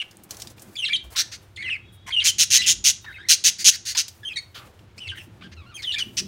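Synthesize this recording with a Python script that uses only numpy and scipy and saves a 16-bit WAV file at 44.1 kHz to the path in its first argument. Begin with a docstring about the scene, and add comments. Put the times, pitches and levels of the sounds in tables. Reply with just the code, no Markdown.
"""Budgerigars chatter in a wire cage on a porch, close to a handheld microphone, over a low outdoor rumble.
First one flies across the cage: shaped noise makes its wings, quickly dying modes its claws on the mesh.
From the start they warble in gliding sums of sines that break into roughness; soft bumps are slow sines.
Short rattling squawks, noise pulsed and filtered by a throat, join next, and thin wavering tones ring.
A feather shake, warbling and soft hisses follow to the end, where a hollow noise drone grows; walls echo."""
import sys
import numpy as np
from scipy import signal
from scipy.fft import rfft, irfft, next_fast_len
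from scipy.io import wavfile
from scipy.ndimage import uniform_filter1d

SR = 44100
rng = np.random.default_rng(int(sys.argv[2]) if len(sys.argv) > 2 else 0)


def generate_wav(signal):
    """Clip the signal to [-1, 1] and save it as 16-bit WAV at the path in sys.argv[1]."""
    frames = np.transpose(np.atleast_2d(signal))
    scaled = np.clip(frames, -1, 1) * 32767
    pcm = np.round(scaled).astype(np.int16)
    wavfile.write(sys.argv[1], SR, pcm)


N = 276507


def gain_of(db):
    """Logarithmic level: decibels to amplitude."""
    return 10 ** (np.asarray(db) / 20)


def evened(x):
    """Normalisation: scales to an rms of one."""
    return x / np.sqrt(np.mean(x ** 2) + 1e-20)


def read(points, hz):
    """Spectral interpolation: reads a table on a log-frequency axis."""
    f, value = np.transpose(points)
    return np.interp(np.log(hz + 1), np.log(f + 1), value)


def level(points):
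    """Level contour: gain at every sample from rows of (t/s, level/dB)."""
    return gain_of(np.interp(np.arange(N) / SR, *np.transpose(points)))


def add(mix, s, sound):
    """Superposition: mixes a sound in at time s."""
    part = mix[max(round(s * SR), 0):][:len(sound)]
    part += sound[:len(part)]


def coloured(x, db_at):
    """Linear filtering: multiplies the spectrum of x by a gain in dB given as a function of frequency."""
    size = next_fast_len(len(x) + 512)
    hz = np.fft.rfftfreq(size, 1 / SR)
    return irfft(rfft(x, size) * gain_of(db_at(hz)), size)[:len(x)]


def noise(spectrum):
    """Stationary random noise: white noise filtered to the given spectrum, at an rms of one."""
    return evened(coloured(rng.standard_normal(N), lambda hz: read(spectrum, hz)))


def wander(count, hz):
    """Band-limited random motion: noise mostly slower than hz, at an rms of one."""
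    return evened(coloured(rng.standard_normal(count), lambda f: -20 * np.log10(1 + (f / hz) ** 4)))


def edges(t, attack, release):
    """Amplitude envelope: attack, hold and release over the times t."""
    return np.clip(np.minimum(t / attack, (t[-1] - t) / release), 0, 1)


def outdoor_air(level_db=-60.5):
    """Broadband noise of the open air, whose level fluctuates slowly."""
    # spectrum of the air, relative: f/Hz, level/dB
    air_spectrum = [(200, -6), (400, -1.5), (700, -6), (1500, -7), (3400, -12.5), (7000, -23.5),
                    (11000, -30), (15800, -31.5)]
    flicker_db = 0.74 * wander(N, 5.5)
    return gain_of(level_db) * noise(air_spectrum) * gain_of(flicker_db)


def low_rumble(hum_db=-2.5, hum_hz=97, hum_drift=.075, throb_hz=10.7, throb_depth=1.0, rumble_db=-1):
    """Low-frequency noise with an amplitude-modulated hum, whose pitch and throb drift together."""
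    # spectrum of the rumble, relative: f/Hz, level/dB
    rumble_spectrum = [(15, -59), (27, -32.5), (38, -12.5), (55, 0), (80, 3), (100, 4), (120, 5.5),
                       (150, -7), (220, -23.5), (400, -41), (800, -80.5)]
    # level contour that scales both noise and hum: t/s, level/dB
    rumble_contour = [(0, -66), (.4, -50), (.8, -58.5), (1.4, -52.5), (2.6, -49.5), (3.6, -57), (4.2, -55),
                      (5.4, -50.5), (6.27, -51.5)]
    pace = np.cumsum(1 + hum_drift * wander(N, 5.4)) / SR
    throb = 1 + throb_depth * np.sin(2 * np.pi * throb_hz * pace)
    hum = np.sin(2 * np.pi * hum_hz * pace) * throb
    rumble = gain_of(rumble_db) * noise(rumble_spectrum)
    return level(rumble_contour) * (rumble + gain_of(hum_db) * hum)


def hollow_drone():
    """Band-shaped noise above the rumble, randomly modulated in level and growing toward the end."""
    # spectrum of the drone, relative: f/Hz, level/dB
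    drone_spectrum = [(90, -27.5), (160, -1), (205, 1.5), (270, -7), (345, 0), (450, -21), (900, -44.5),
                      (2000, -80)]
    # level contour of the drone: t/s, level/dB
    drone_contour = [(0, -66), (.5, -53.5), (.75, -61.5), (2.3, -61), (2.6, -53), (2.9, -61), (4.8, -62),
                     (5.4, -51.5), (5.95, -60.5), (6.25, -44)]
    flicker_db = 3.9 * wander(N, 9.5)
    return level(drone_contour) * noise(drone_spectrum) * gain_of(flicker_db)


def whistle(s, length, first_hz, last_hz, db, swell_db, roughness, overtone_db,
            chaos_hz=800, flutter_db=1.6, overtone_fall_db=7, hiss_db=-38):
    """Two oscillators: both sides of the syrinx follow one glide; the second joins as the note roughens."""
    # what the beak lets out of a whistle: f/Hz, gain/dB
    beak = [(500, -24.5), (900, -7), (2800, 5), (4300, 7), (5200, 0), (7000, -1.5), (9300, 6.5),
            (10400, -9), (11200, -12.5), (16000, -16)]
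    glide_ease = 1.7  # a note glides fast at first, then settles on its last pitch
    attack_s, release_s = 0.0023, 0.0025
    catch_rough, catch_s = 0.092, 0.0026  # each note starts rougher; the excess decays exponentially
    jitter, shimmer, waver = .21, .45, .014  # relative rms depths; roughness scales the first two
    t = np.arange(0, length, 1 / SR)
    glide = last_hz + (first_hz - last_hz) * (1 - t / length) ** glide_ease
    hz = glide * (1 + waver * wander(len(t), 200))
    rough = np.clip(roughness + catch_rough * np.exp(-t / catch_s), 0, 1)

    # six harmonics, weighted by the beak, none above half the sample rate
    k = np.arange(1, 7)[:, None]
    source_db = (k > 1) * (overtone_db - overtone_fall_db * (k - 2))
    partials = gain_of(source_db + read(beak, k * hz)) * (k * hz < SR / 2)
    partials /= np.sqrt((partials ** 2).sum(0) / 2) + 1e-9

    # the second side takes a larger share as the note roughens
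    second_share = np.clip(.9 * rough, 0, .7)
    sides = (np.sqrt(1 - second_share ** 2), rough), (second_share, .5 * rough + .4)
    tone = 0
    for share, unrest in sides:
        side_hz = hz * (1 + jitter * unrest * wander(len(t), chaos_hz))
        phase = 2 * np.pi * np.cumsum(side_hz) / SR
        tone = tone + share * (partials * np.sin(k * phase)).sum(0)

    flutter = gain_of(flutter_db * wander(len(t), 160))
    shake = (1 + shimmer * rough * wander(len(t), chaos_hz)) * flutter
    breath = evened(coloured(rng.standard_normal(len(t)), lambda f: read(beak, f)))
    hiss = gain_of(hiss_db) * (1 + 8 * rough) * breath
    swell = gain_of(db + swell_db * (t / length - .5))
    return s, swell * edges(t, attack_s, release_s) * (tone * shake + hiss)


def early_echoes(s, call):
    """Comb interference: each note gets three early echoes at random delays, which beat against the glide."""
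    heard = np.pad(call, (0, SR // 50))
    for delay in rng.uniform(.003, .011, size=3):
        add(heard, delay, .17 * call)
    return s, heard


def soft_hiss(s, length, db, bright_db, flicker_db=2.0, flicker_hz=31):
    """Filtered noise under an envelope: an uneven, dull or bright rush that starts quickly and dies down."""
    # spectrum of the hisses before the brightness tilt, relative: f/Hz, level/dB
    hiss_spectrum = [(100, -12), (350, 1), (700, 1), (1300, -6), (4000, -12.5), (8000, -13), (15000, -15.5)]
    rise_s, fade_db, stop_s = 0.023, -7.5, 0.038  # the fade spans the whole length
    t = np.arange(0, length, 1 / SR)

    def rush_db(hz):
        return read(hiss_spectrum, hz) + bright_db * np.log2(1 + hz / 500)

    rush = evened(coloured(rng.standard_normal(len(t)), rush_db))
    envelope = gain_of(db + fade_db * t / length) * edges(t, rise_s, stop_s)
    return s, envelope * rush * gain_of(flicker_db * wander(len(t), flicker_hz))


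def tick(s, db, t60, centre_hz, slope_db=11):
    """Modal decay: a sharp scratch on wire as a dense cluster of quickly dying modes."""
    t = np.arange(0, .1, 1 / SR)

    def modes_db(hz):
        return -slope_db * abs(np.log2((hz + 100) / centre_hz))

    modes = evened(coloured(rng.standard_normal(len(t)), modes_db))
    return s, modes * gain_of(db - 60 * t / t60)


def bump(s, length, db, hz):
    """Low-frequency oscillation: a few slow swings of a dull knock under a half-sine envelope."""
    t = np.arange(0, length, 1 / SR)
    swing = np.sqrt(2) * np.sin(2 * np.pi * hz * t)
    return s, gain_of(db) * np.sin(np.pi * t / length) * swing


def squawk(s, length, db, rate, crest, throat, bright_db, closure,
           open_share=0.79, arch=1, drift=0.034, ripple_db=1.0):
    """Source and filter: brief, chaotic bursts from the syrinx swell and fade through throat resonances."""
    # throat and open beak during a squawk: f/Hz, gain/dB
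    open_tract = [(300, -27), (850, -59.5), (1200, -40), (1650, -21), (2300, -13.5), (3000, -3.5),
                  (4600, -6.5), (6000, 0), (6900, 5.5), (7900, -12), (9500, -12.5), (10600, -15),
                  (13000, -22), (15800, -26.5)]
    # the same throat with the beak nearly shut: f/Hz, gain/dB
    shut_tract = [(300, -31.5), (1050, -33.5), (1500, -8.5), (2000, -0.5), (2600, -8), (3900, -5.5),
                  (4600, 7), (5500, -1), (6700, -1.5), (7800, -9.5), (9500, -10), (11500, -20),
                  (15800, -19.5)]
    # soft rasps hiss evenly, loud squawks break into pulses: level/dB, hiss between pulses (0-1)
    pulsing = [(-34.5, 1), (-18.5, 0.32)]
    t = np.arange(0, length, 1 / SR)
    cycle = np.cumsum(rate * (1 + drift * wander(len(t), 85))) / SR % 1
    burst = np.sqrt(abs(np.sin(np.pi * np.minimum(cycle / open_share, 1))))
    between = np.interp(db, *np.transpose(pulsing))
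    gate = between + (1 - between) * burst

    # each posture of head and tongue has narrow resonances of its own
    bands = np.arange(0, SR / 2, 260)
    posture = ripple_db * rng.standard_normal(len(bands))

    def tract_db(hz):
        mouth = (1 - closure) * read(open_tract, hz / throat) + closure * read(shut_tract, hz / throat)
        tilt = bright_db * np.log2(np.maximum(hz, 700) / 5000)
        return mouth + np.interp(hz, bands, posture) + tilt

    rasp = coloured(rng.standard_normal(len(t)), tract_db)
    # the membranes swing at full stroke in every burst
    rasp /= np.sqrt(uniform_filter1d(rasp ** 2, size=90) + 1e-12)
    voice = evened(np.tanh(gate * rasp / 4))
    turn = np.interp(t / length, [0, np.clip(crest, .05, .95), 1], [.06, .5, .97])
    swell = abs(np.sin(np.pi * turn)) ** arch
    return s, gain_of(db) * swell * voice


def ringing(s, length, hz, db):
    """Random frequency and amplitude modulation: a faint, thin tone swells, flickers and wavers in pitch."""
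    fade_s = .08
    t = np.arange(0, length, 1 / SR)
    turns = np.cumsum(hz * (1 + .012 * wander(len(t), 160))) / SR
    flicker_db = 3.5 * wander(len(t), 45)
    return s, np.sin(2 * np.pi * turns) * gain_of(db + flicker_db) * edges(t, fade_s, fade_s)


def porch(x, wet_db, gap=0.0067):
    """Reverberation: a few near reflections and a sparse tail with a decay time for each frequency."""
    # decay time of the tail: f/Hz, t60/s
    decay = [(200, 0.23), (1000, .35), (2800, 0.29), (6500, 0.29), (9000, .24), (15000, 0.096)]
    # reflections from nearby floor and walls: delay/s, gain (linear)
    reflections = [(.0013, 0.026), (.0031, -.1), (.0058, 0.07), (.0094, 0.071), (0.0157, -0.063)]
    # one impulse of random sign in every 20 samples
    count = SR // 2 // 20
    taps = np.zeros(SR // 2)
    taps[np.arange(count) * 20 + rng.integers(0, 20, count)] = rng.choice([-1, 1], count)
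    hz, t, z = signal.stft(taps, SR, nperseg=256)
    fade = gain_of(-60 * t / read(decay, hz)[:, None])
    tail = signal.istft(z * fade, SR, nperseg=256)[1]
    response = np.zeros(SR)
    add(response, gap, gain_of(wet_db) * tail / np.linalg.norm(tail))
    for delay, gain in reflections:
        add(response, delay, np.array([gain]))
    return x + signal.fftconvolve(x, response)[:N]


def scene(warble_wet_db=-15, squawk_wet_db=-17):
    """Direct-to-reverberant ratio: the squawker is near; warblers sit deeper, where walls answer more."""
    # warble, and one rough low burst within the feather shake at 4.55 s: t/s, length/s, first f/Hz,
    # last f/Hz, level/dB, swell over the note/dB, roughness (0-1), overtone strength before the beak/dB
    notes = [ (0, 0.015, 3004, 2830, -24.5, -5, .1, -23.5), (0.012, 0.017, 2840, 2780, -29.5, 4, 0.59, -17),
             (.754, 0.012, 2260, 2495, -37.5, -4, 0.15, -1.5),
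             (0.765, 0.049, 3510, 3120, -31, 4, 0.13, -11),
             (0.817, 0.032, 2954, 2750, -25.5, 11, 0.11, -15.5),
             (.846, 0.0084, 2190, 2070, -31.5, -6, 0.08, -19),
             (0.85, 0.032, 4520, 2900, -25.5, -6, 0.24, -17.5),
             (.88, 0.0086, 3240, 3920, -25.5, 0, .45, -28),
             (.885, 0.019, 1850, 1720, -33.5, -5, 0.28, -7.5), (0.898, 0.037, 2335, 2334, -26, 5, 0.1, -24),
             (0.927, 0.0067, 2030, 2000, -27.5, 0, 0.1, -9.5),
             (0.932, 0.029, 3463, 3036, -20.5, -3, 0.13, -16.5),
             (.959, 0.011, 3170, 4205, -22, -7, 0.3, -21), (1.15, 0.022, 932, 1096, -41, 5, 0.41, -3),
             (1.178, 0.045, 1660, 1780, -35, 2, 0.08, -1), (1.56, 0.016, 4540, 2910, -40, 7, 0.37, -5),
             (1.573, 0.06, 2007, 2250, -36, 2, 0.16, -18), (1.624, 0.077, 1960, 2073, -33, 0, 0.14, -25),
             (1.689, 0.0079, 1950, 1690, -32.5, 0, 0.17, -29),
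             (1.623, .011, 4370, 2990, -42, -5, 0.27, -10),
             (1.634, 0.06, 3450, 2520, -34.5, 16.5, 0.07, -23),
             (1.698, 0.05, 3080, 2458, -27, 3, 0.13, -25), (1.751, 0.018, 2460, 1986, -33, -7, 0.16, -29),
             (2.064, 0.033, 1150, 948, -38, 12, 0.66, -2.5),
             (2.104, 0.018, 2010, 2280, -32.5, 3, 0.28, -13.5),
             (2.122, 0.036, 3300, 3014, -25.5, 3.5, .1, -24.5),
             (2.163, 0.038, 2910, 2842, -17.5, -0.5, 0.02, -27),
             (2.201, 0.025, 3650, 3090, -24.5, -4, 0.28, -22), (2.218, .022, 2265, 2080, -35, -7, 0.49, -9),
             (2.25, 0.029, 2268, 2515, -28, 3, .45, -14), (2.278, 0.032, 3330, 2946, -24, -10, 0.01, -22),
             (2.581, 0.037, 2000, 1967, -24.5, 2, 0.17, -1), (2.617, 0.015, 2650, 2850, -25, -4, 0.3, -11),
             (2.633, 0.044, 3450, 2540, -27, -3, .35, -20), (3.043, 0.017, 1012, 1420, -46, -6, 0.97, -7.5),
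             (3.061, 0.057, 1936, 1566, -40, 4.5, 0.22, -27),
             (3.119, 0.015, 1590, 2160, -46, 0, 0.2, -16.5),
             (3.141, 0.026, 2715, 2480, -44, -2.5, .15, -25.5),
             (3.158, 0.025, 1930, 2260, -43, 2.5, 0.2, -25.5),
             (3.181, .041, 1550, 1665, -43.5, 1, 0.17, -18), (3.226, 0.015, 2100, 1700, -47.5, 0, 0.2, -14),
             (3.24, .022, 1693, 2160, -44, 3, 0.07, -23), (3.263, 0.023, 1805, 1940, -47.5, 2, .25, -11),
             (3.951, 0.018, 805, 1060, -37, -2, 0.03, -5), (4.231, 0.019, 1730, 1690, -40.5, 2, 0.11, -12),
             (4.249, 0.043, 3155, 3195, -31.5, 9, 0, -16), (4.281, 0.05, 3000, 2460, -36, 10, 0.12, -19),
             (4.33, 0.016, 3000, 4300, -43.5, -14, 0.2, -13), (4.358, 0.017, 2090, 1880, -27, 6, 0.02, 2),
             (4.369, 0.028, 2230, 2185, -28.5, -3, 0.06, -3),
             (4.555, .13, 1350, 1247, -52, -15.5, 0.84, -12.5),
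             (4.978, 0.0178, 2210, 2600, -40.5, 2, 0.28, 1),
             (5.003, 0.081, 3164, 2636, -38.5, 4, 0.13, -19),
             (5.071, 0.015, 2270, 2110, -38.5, 4, 0.25, -7.5),
             (5.085, 0.039, 3640, 2724, -34, -6, 0.27, -19), (5.118, 0.025, 1670, 1534, -41, -10, .18, -17),
             (5.143, 0.048, 1820, 1987, -45.5, 7, 0.38, -18),
             (5.171, 0.051, 3140, 2717, -43, -1, 0.28, -11), (5.409, 0.0192, 1050, 1292, -49, 6, 0.6, -4),
             (5.424, .052, 1488, 1586, -48, -5, 0.35, -7), (5.565, .045, 1388, 1267, -51, 1.5, .06, -1.5),
             (5.61, 0.054, 1180, 1107, -55.5, -4, 0.22, -12),
             (5.661, 0.047, 1342, 1424, -52.5, 4.5, 0.1, -8), (5.708, 0.038, 1405, 1190, -52, 2, 0.17, -11),
             (5.741, 0.0302, 3200, 3213, -39.5, 12, 0.01, 4),
             (5.768, 0.046, 2680, 2160, -40.5, -1, 0.18, -9.5),
             (5.821, 0.019, 2300, 2040, -36, -7, 0.97, 10), (5.836, 0.019, 1740, 2070, -43.5, 3, 0.1, -18),
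             (5.837, 0.016, 3630, 3490, -30, 13, .12, -22), (5.85, 0.019, 3420, 3330, -33, -2, .12, -18),
             (5.869, 0.051, 3180, 2873, -26.5, 3.5, .06, -19.5),
             (5.919, 0.035, 3570, 3470, -28.5, 2, 0.4, -15), (5.941, 0.019, 1860, 1710, -35, -5, 0, -7),
             (5.959, 0.027, 2330, 2426, -29, 0, 0.1, -24), (5.982, 0.014, 1967, 1770, -34.5, -2, 0.87, 4),
             (5.989, .041, 3450, 2934, -26.5, 8.5, 0.06, -18), ]
    # soft broadband hisses, some from wings and ruffled feathers:
    # t/s, length/s, level/dB, brightness/(dB per octave)
    hisses = [(0, 0.36, -57.5, -1), (0.287, 0.26, -46.5, 0.5), (0.561, 0.21, -52, 0.5),
              (0.711, 0.24, -56.5, 3), (1.024, 0.079, -52, 0.5), (1.1, .08, -43.5, 1.5),
              (1.198, 0.63, -60, -0.5), (1.411, 0.054, -53, 1), (3.004, 0.19, -60, 5), (4.092, 0.2, -58, 3),
              (4.252, 0.32, -59.5, 1.5), (4.541, 0.18, -51, -0.5), (4.67, 0.21, -54.5, -2.5),
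              (4.957, 0.17, -55, -1), (5.147, .14, -51, 2), (5.27, .5, -59, -3), (5.737, 1, -54.5, 2)]
    # claws and wing tips on the mesh: t/s, level/dB, ring time t60/s, centre f/Hz
    ticks = [(.111, -45, 0.043, 5140), (0.17, -39.5, 0.01, 8400), (.236, -40.5, 0.045, 11000),
             (0.308, -27.5, 0.048, 6040), (0.345, -43, 0.053, 4530), (0.369, -37.5, 0.034, 6300),
             (.399, -39, 0.16, 5600), (.420, -27, 0.032, 5030), (0.472, -36.5, 0.046, 4700),
             (0.501, -47, 0.072, 6400), (.581, -46, 0.037, 2800), (0.595, -44, .06, 6500),
             (0.62, -40.5, 0.061, 8600), (4.0816, -32, 0.061, 5200), (4.792, -49.5, .03, 3000)]
    # hand on the microphone: t/s, length/s, level/dB, f/Hz
    bumps = [(1.033, 0.078, -42, 61.6), (2.741, 0.11, -44.5, 54.3), (5.05, 0.095, -40, 89.3),
             (5.534, 0.12, -43, 81)]
    # squawks, soft rasps, and the harsh start of a feather shake at 4.54 s:
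    # t/s, length/s, level/dB, pulse rate/Hz, loudest point (share of length),
    # throat size factor (scales resonance frequencies), brightness/(dB per octave), beak closure (0-1)
    squawks = [ (1.159, 0.021, -24, 150, 0.43, 0.83, 0.5, 0.9),
               (1.172, 0.056, -18, 180, 0.42, 0.88, .5, 0.56),
               (1.315, 0.055, -35.5, 210, .25, 0.92, -2.5, 0.67),
               (1.921, 0.053, -58, 200, .34, 1.42, 16, 0.3), (2.065, 0.04, -43, 240, 0.65, 1.25, 2.5, 1),
               (2.24, 0.071, -15, 167, 0.49, 0.98, 1.5, 0.3), (2.383, .065, -13, 166, 0.49, 0.95, 1, 0.19),
               (2.503, 0.085, -11.5, 131, 0.7, 0.94, 0.5, 0.2),
               (2.592, 0.079, -33.5, 200, .43, 0.77, 2.5, 0), (2.662, 0.073, -13, 170, 0.47, 0.99, 0, 0.05),
               (2.8407, 0.077, -12.5, 141, 0.43, 0.94, 1, 0.11),
               (3.286, .068, -10.5, 162, 0.36, .94, 1.5, 0.37),
               (3.439, .066, -12, 170, 0.39, 0.93, 1, 0.24), (3.584, 0.06, -29, 500, 0.39, 1.02, 0, 0.94),
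               (3.644, .062, -8, 192, 0.7, 0.96, 0.7, 0), (3.714, .053, -30, 250, 0.73, .97, 0.5, 1),
               (3.852, 0.086, -26.5, 123, 0.44, 0.96, .5, 0.6),
               (3.949, 0.024, -27.5, 220, 0.085, 0.74, -1, 0.4),
               (3.969, 0.055, -17, 163, 0.22, 0.93, 0, 0.36),
               (4.544, 0.066, -40.5, 170, 0.15, 0.71, 0.5, 0.92),
               (5.515, 0.032, -47, 290, 0.48, .91, -8.5, 0.5), (5.982, .04, -30, 175, .22, 0.97, -3, 0.92),
               (6.1688, .042, -20.5, 160, 0.38, 0.86, -0.5, 0.13), ]
    # thin high ringing: t/s, length/s, f/Hz, level/dB
    rings = [(1.789, 0.45, 3350, -59), (1.786, 0.45, 3758, -65.5), (2.988, .33, 3750, -51.5)]
    near, far = np.zeros((2, N))
    background = outdoor_air() + low_rumble() + hollow_drone()
    for row in notes:
        add(far, *early_echoes(*whistle(*row)))
    for row in hisses:
        add(near, *soft_hiss(*row))
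    for row in ticks:
        add(near, *tick(*row))
    for row in bumps:
        add(background, *bump(*row))
    for row in squawks:
        add(near, *squawk(*row))
    for row in rings:
        add(near, *ringing(*row))
    return (porch(near, squawk_wet_db) + porch(far, warble_wet_db) + background)[None]


def record(dry):
    """Saturation and band limiting: the loudest peaks round off at full scale, then a low-pass filter."""
    edge_hz = 15950
    rounded = dry / (1 + dry ** 8) ** (1 / 8)
    lowpass = signal.firwin(511, edge_hz, window=("kaiser", 9), fs=SR)
    return signal.oaconvolve(rounded, lowpass[None], "same")


dry = scene()
out = record(dry)
generate_wav(out)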